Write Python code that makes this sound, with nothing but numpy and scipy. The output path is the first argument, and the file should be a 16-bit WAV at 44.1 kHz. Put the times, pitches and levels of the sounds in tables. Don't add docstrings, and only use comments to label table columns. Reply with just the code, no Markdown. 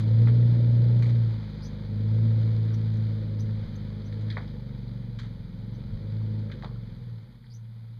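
import sys
import numpy as np
from scipy import signal
from scipy.fft import rfft, irfft, next_fast_len
from scipy.io import wavfile
from scipy.ndimage import uniform_filter1d

SR = 44100
rng = np.random.default_rng(int(sys.argv[2]) if len(sys.argv) > 2 else 0)


def ratio_of_db(decibels):
    return 10 ** (np.asarray(decibels, float) / 20)


def unload_audio(sound):
    columns = np.transpose(np.atleast_2d(sound))
    steps = np.round(np.clip(columns, -1, 1) * 32767)
    wavfile.write(sys.argv[1], SR, steps.astype(np.int16))


N = 352359
T = np.arange(N) / SR


def level(x, db):
    return x * ratio_of_db(db) / np.sqrt(np.mean(x ** 2))


def colour_db(points, hz):
    f, db = np.transpose(points)
    return np.interp(np.log(np.maximum(hz, 1)), np.log(f), db, left=-60, right=-80)


def noise(points):
    size = next_fast_len(N)
    hz = np.arange(size // 2 + 1) * SR / size
    spectrum = rfft(rng.standard_normal(size)) * ratio_of_db(colour_db(points, hz))
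    return level(irfft(spectrum, size)[:N], 0)


def smooth(x, k):
    return uniform_filter1d(uniform_filter1d(x, k), k)


def walk(rate):
    k = int(SR / rate)
    held = np.repeat(rng.standard_normal(N // k + 1), k)
    return 1.55 * smooth(held, k)[:N]


def band(x, lo_hz, hi_hz):
    y = signal.sosfilt(signal.butter(4, [lo_hz, hi_hz], "band", fs=SR, output="sos"), x)
    return y / np.abs(y).max()


# (t/s, f/Hz)
CYCLE_RATE = [(0, 27.0), (.3, 29.45), (1.12, 29.45), (1.53, 25.55), (1.8, 25.55), (2.22, 27.8),
              (3.06, 27.25), (3.25, 26.4), (3.5, 27.0), (3.75, 25.8), (4.03, 25.9), (4.27, 27.0),
              (4.66, 23.85), (5.05, 23.4), (5.5, 20.9), (6.15, 27.1), (6.42, 26.8), (7.55, 14.25)]


def engine_speed():
    return uniform_filter1d(np.interp(T, *np.transpose(CYCLE_RATE)), int(0.1 * SR), mode="nearest")


# (t/s, level/dB)
PEDAL = [(0, -3.5), (.22, 0.5), (.45, 1.1), (1.22, -2), (1.4, -7.5), (1.75, -2.5), (2.15, 0.9), (2.65, -2),
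         (3.15, -1.5), (3.6, -2.5), (4.3, -2.7), (4.45, -2), (5.65, -1), (6.0, -2), (6.8, -0.5), (7.15, 3),
         (7.46, -5), (7.62, -1.5)]


def throttle():
    return np.interp(T, *np.transpose(PEDAL))


# (multiple, level/dB)
BOOM_DRIVE = [(4, -17.5), (5, -31.5), (6, -34), (7, -46), (8, -34.5)]


def boom_level(hz):
    peak_hz, skirt_hz, floor_db = 115.31, 3.12, -48
    power = ratio_of_db(2 * floor_db)
    for multiple, db in BOOM_DRIVE:
        off_peak = (multiple * hz - peak_hz) / skirt_hz
        power = power + ratio_of_db(2 * (db - off_peak ** 2))
    return 10 * np.log10(power)


PULL_DB = [-16, -2.5, -14, -4, -4, 0.5, -20, -2.5, -15, -7, -8.5, -7.5, -17, -17.5, -16, -16, -23, -16,
           -18.5, -17, -17, -20]
IDLE_DB = [-34.5, -21, 3.5, -22, -24, -24, -7, 7, -19, 3, -3, 8.5, -12, 8, 5.5, -4, -17, -18.5, -17, -20,
           -16, -15]
# (f/Hz, level/dB)
PIPE = [(20, -9.5), (38, -3), (50, 0), (75, -9), (135, -4), (165, -1), (190, -3.5), (218, 1.5), (238, -0.5),
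        (260, -23), (330, -13), (450, -14.5), (660, -13.5)]
# (f/Hz, width/Hz, level/dB)
TAILPIPE = [(327, 14, 7), (441, 12, 9), (529, 12, 10), (622, 14, 7)]


def exhaust(hz, cycle, pull_db, boom_db):
    idle_hz, lug_hz, lug_db_per_hz = 17.5, 26.47, 2
    mode_hz, mode_width_hz = 113.4, 14.3
    idle = 1 / (1 + np.exp((hz - idle_hz) / 0.16))
    lug_db = (1 - idle) * lug_db_per_hz * np.maximum(lug_hz - hz, 0)
    boom, boom_power, rest = 0, 1e-12, 0
    for m, (pulling, idling) in enumerate(zip(PULL_DB, IDLE_DB), start=1):
        f = m * hz
        db = pulling + idle * (idling - pulling)
        db = db + ((m in (7, 9)) - (m == 10)) * lug_db
        for pipe_hz, width, gain_db in TAILPIPE:
            db = db + gain_db * np.exp(-((f - pipe_hz) / width) ** 2)
        detune = 2 * (f - mode_hz) / mode_width_hz
        inside = np.exp(-((f - 108) / 21) ** 6)
        wobble = walk(7.7)
        lag = np.arctan(detune) + 0.1 * (m - 4) ** 2
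        tone = -np.sqrt(2) * np.cos(m * cycle - lag + 0.025 * m * walk(12))
        size = ratio_of_db(db) * inside / (1 + detune ** 2) ** 0.95
        boom = boom + size * ratio_of_db(0.41 * wobble) * tone
        boom_power = boom_power + size ** 2
        load_db = 0.25 * (m > 10) * (boom_db + 23)
        rest = rest + ratio_of_db(db + colour_db(PIPE, f) + 0.85 * wobble + load_db) * (1 - inside) * tone
    return ratio_of_db(boom_db) * boom / np.sqrt(boom_power) + ratio_of_db(pull_db) * rest


# (f/Hz, level/dB per Hz)
ROAR = [(60, -8), (130, 0), (220, 2), (270, -6.5), (330, -8.5), (390, -14), (470, -6), (540, -10.5),
        (640, -20), (720, -29), (900, -23)]


def roar(cycle, db):
    puff = 1 + 0.12 * np.cos(2 * cycle)
    swell_db = 0.7 * walk(7.9)
    return ratio_of_db(db + 3.5 + swell_db) * puff * noise(ROAR)


# (f/Hz, level/dB per Hz)
GRAVEL = [(300, -3), (700, 2), (910, 7.5), (1150, 1.5), (1390, 5), (1650, 3), (2100, 4.5), (3600, 4),
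          (5000, 3), (5600, -8.5), (6900, -18.5), (7700, -36)]


def gravel(db):
    hits = rng.random(N) < 400 / SR
    hit_db = np.minimum(3.5 * rng.exponential(size=N), 14)
    grit = signal.lfilter([1], [1, -0.985], hits * ratio_of_db(hit_db))
    patchy_db = 0.6 * walk(4.9)
    return ratio_of_db(db + 4.5 + patchy_db) * level(noise(GRAVEL) * (1 + 0.21 * grit), 0)


def knocks(rows, t60, grit_db, scatter_s):
    out, t = np.zeros(N + SR), T[:SR // 4]
    for s, db, lo_hz, hi_hz in rows:
        shake = rng.standard_normal((3, len(t)))
        scatter = np.minimum(uniform_filter1d(shake[2], 150) ** 2 * 150, 2.5)
        chips = (0.55 + 0.67 * scatter) * np.exp(-t / scatter_s)
        fall = np.exp(-np.log(1000) * t / t60) + ratio_of_db(grit_db) * chips
        shake *= fall * np.minimum(t / 0.0005, 1)
        edge = ratio_of_db(-32) * (hi_hz / 5000) ** 2 * band(shake[1], 5600, 12500)
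        i = int(s * SR)
        out[i:i + len(t)] += ratio_of_db(db) * (band(shake[0], lo_hz, hi_hz) + edge)
    return out[:N]


# (t/s, peak level/dB, low f/Hz, high f/Hz)
CLACKS = [(.2722, -28, 700, 2530), (.2815, -31.5, 800, 4000), (.5, -45, 700, 2500), (.988, -52, 3000, 7100),
          (1.159, -42, 1500, 2580), (2.662, -46.5, 800, 2400), (2.938, -48.5, 2500, 5900),
          (2.971, -44, 900, 5840), (3.491, -46.5, 500, 1830), (4.3685, -29, 398, 1540),
          (4.3686, -24, 1606, 2330), (4.376, -41.5, 3200, 4600), (4.478, -41, 3200, 5200),
          (6.215, -48, 500, 1500), (6.498, -43, 1200, 2500), (6.624, -34.5, 500, 3940),
          (6.644, -32, 400, 1350), (6.5162, -35, 1310, 4440), (6.645, -34.5, 1500, 4400),
          (6.759, -50.5, 1000, 1600), (7.441, -53, 1500, 2500), (7.466, -51.5, 3000, 4000)]
# (t/s, peak level/dB, low f/Hz, high f/Hz)
CRUNCHES = [(.002, -36.5, 603, 5200), (1.022, -36.5, 1900, 2600), (1.023, -33, 690, 4730),
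            (1.06, -41, 700, 5000), (1.097, -38.5, 1830, 4980), (2.703, -47.5, 1100, 1595),
            (4.125, -37, 1520, 4740), (4.209, -42.5, 1200, 4970), (4.301, -29, 3200, 4960),
            (4.301, -37.5, 1500, 2520), (4.374, -38, 400, 2300), (4.879, -49.5, 3850, 5000),
            (5.188, -34, 1110, 4870), (5.236, -43.5, 700, 4200), (6.519, -37, 1310, 4100),
            (6.634, -34.5, 398, 1410), (6.634, -46, 3000, 5000)]


def stones():
    clacks = knocks(CLACKS, t60=0.011, grit_db=-11, scatter_s=0.02)
    crunches = knocks(CRUNCHES, t60=0.051, grit_db=-3, scatter_s=0.048)
    return clacks + crunches


# (t/s, length/s, first f/Hz, last f/Hz, level/dB)
CHIPS = [(1.618, 0.064, 4820, 5100, -52.5), (1.632, 0.061, 5460, 6570, -59.5),
         (2.731, 0.033, 5600, 5920, -57), (3.389, 0.028, 4930, 5240, -55),
         (3.394, 0.031, 5600, 6290, -56.5), (3.754, 0.017, 5810, 6420, -63.5),
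         (4.044, 0.045, 5440, 6230, -67), (5.738, 0.038, 5680, 6470, -74), (7.43, 0.07, 4570, 4960, -74),
         (7.498, 0.058, 4760, 5170, -60.5), (7.528, 0.058, 5440, 6530, -61)]


def bird():
    out = np.zeros(N)
    for s, length, hz0, hz1, db in CHIPS:
        u = np.arange(int(length * SR)) / (length * SR)
        jitter = rng.standard_normal((2, SR // 5))
        husk = smooth(jitter, 36)[:, :len(u)] * 7.3
        phase = 2 * np.pi * np.cumsum(hz0 + (hz1 - hz0) * u + 230 * husk[0]) / SR
        octave = 0.1 * (hz0 / 5700) ** 6 * np.sin(2 * phase)
        swell = np.sin(np.pi * u ** 0.6) ** 1.5
        note = (np.sin(phase) + octave) * (1 + 0.35 * husk[1]) * swell
        i = int(s * SR)
        out[i:i + len(u)] += ratio_of_db(db + 8) * note
    echo = rng.standard_normal(SR // 8) * np.exp(-T[:SR // 8] / 0.018)
    return out + ratio_of_db(-29.5) * signal.fftconvolve(out, echo)[:N]


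# (t/s, level/dB, length/s)
GUSTS = [
    (1.104, -45, 0.033),
    (3.446, -38.5, 0.028),
    (3.647, -41, 0.078),
    (5.387, -49, 0.044),
    (5.944, -30, 0.018),
    (5.86, -43, 0.06),
    (7.33, -70, 0.045),
]


def wind():
    bumps = sum(ratio_of_db(db) * np.exp(-((T - s) / length) ** 2) for s, db, length in GUSTS)
    flutter_db = 2.5 * walk(2.5)
    calm_s, calm_drop_db = 6.9, -14
    calm_db = calm_drop_db / (1 + np.exp((calm_s - T) * 10))
    rumble = noise([(8, -6.5), (25, -5.0), (60, -10.5), (110, -1.0), (200, -28.0)])
    return (ratio_of_db(-52.5 + flutter_db + calm_db) + bumps) * rumble


def scene():
    hz, throttle_db = engine_speed(), throttle()
    start_m, climb_m_per_s = 7.7, 0.74
    far_db = -20 * np.log10(1 + climb_m_per_s * T / start_m)
    lift_s, lift_spread_s = 7.14, 0.14
    coast = 1 / (1 + np.exp((lift_s - T) / lift_spread_s))
    pull_db = -38 + 0.36 * throttle_db - 22 * coast + 0.69 * far_db
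    boom_db = boom_level(hz) + throttle_db + far_db
    revs = hz - 29.5
    roar_db = -40 + 1.29 * revs + 0.6 * throttle_db + far_db
    gravel_db = -55 + 0.6639 * revs + 0.12 * throttle_db + far_db
    cycle = 2 * np.pi * np.cumsum(hz) / SR
    car = exhaust(hz, cycle, pull_db, boom_db) + roar(cycle, roar_db) + gravel(gravel_db)
    return (car + stones() + bird() + wind())[None]


def band_limit(x):
    return signal.sosfilt(signal.butter(12, 14990, fs=SR, output="sos"), x)


# (f/Hz, level/dB per Hz)
HISS = [(200, -8), (3000, -2.5), (7000, -6.5), (8200, -6), (9300, -0.5), (10300, 0), (12000, -2.5),
        (14500, -3), (15200, -35.5)]
# (f/Hz, width/Hz, depth 0-1)
NOTCHES = [(2718, 363, 0.92), (5395, 790, 0.8), (7740, 290, 0.6), (10930, 400, .8)]


def record(dry):
    x = dry + ratio_of_db(-80.0) * noise(HISS)
    for hz, width, depth in NOTCHES:
        peak = signal.iirpeak(hz, hz / width / 1.69, SR)
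        x = x - depth * signal.filtfilt(*peak, x)
    return band_limit(x)


dry = scene()
out = record(dry)
unload_audio(out)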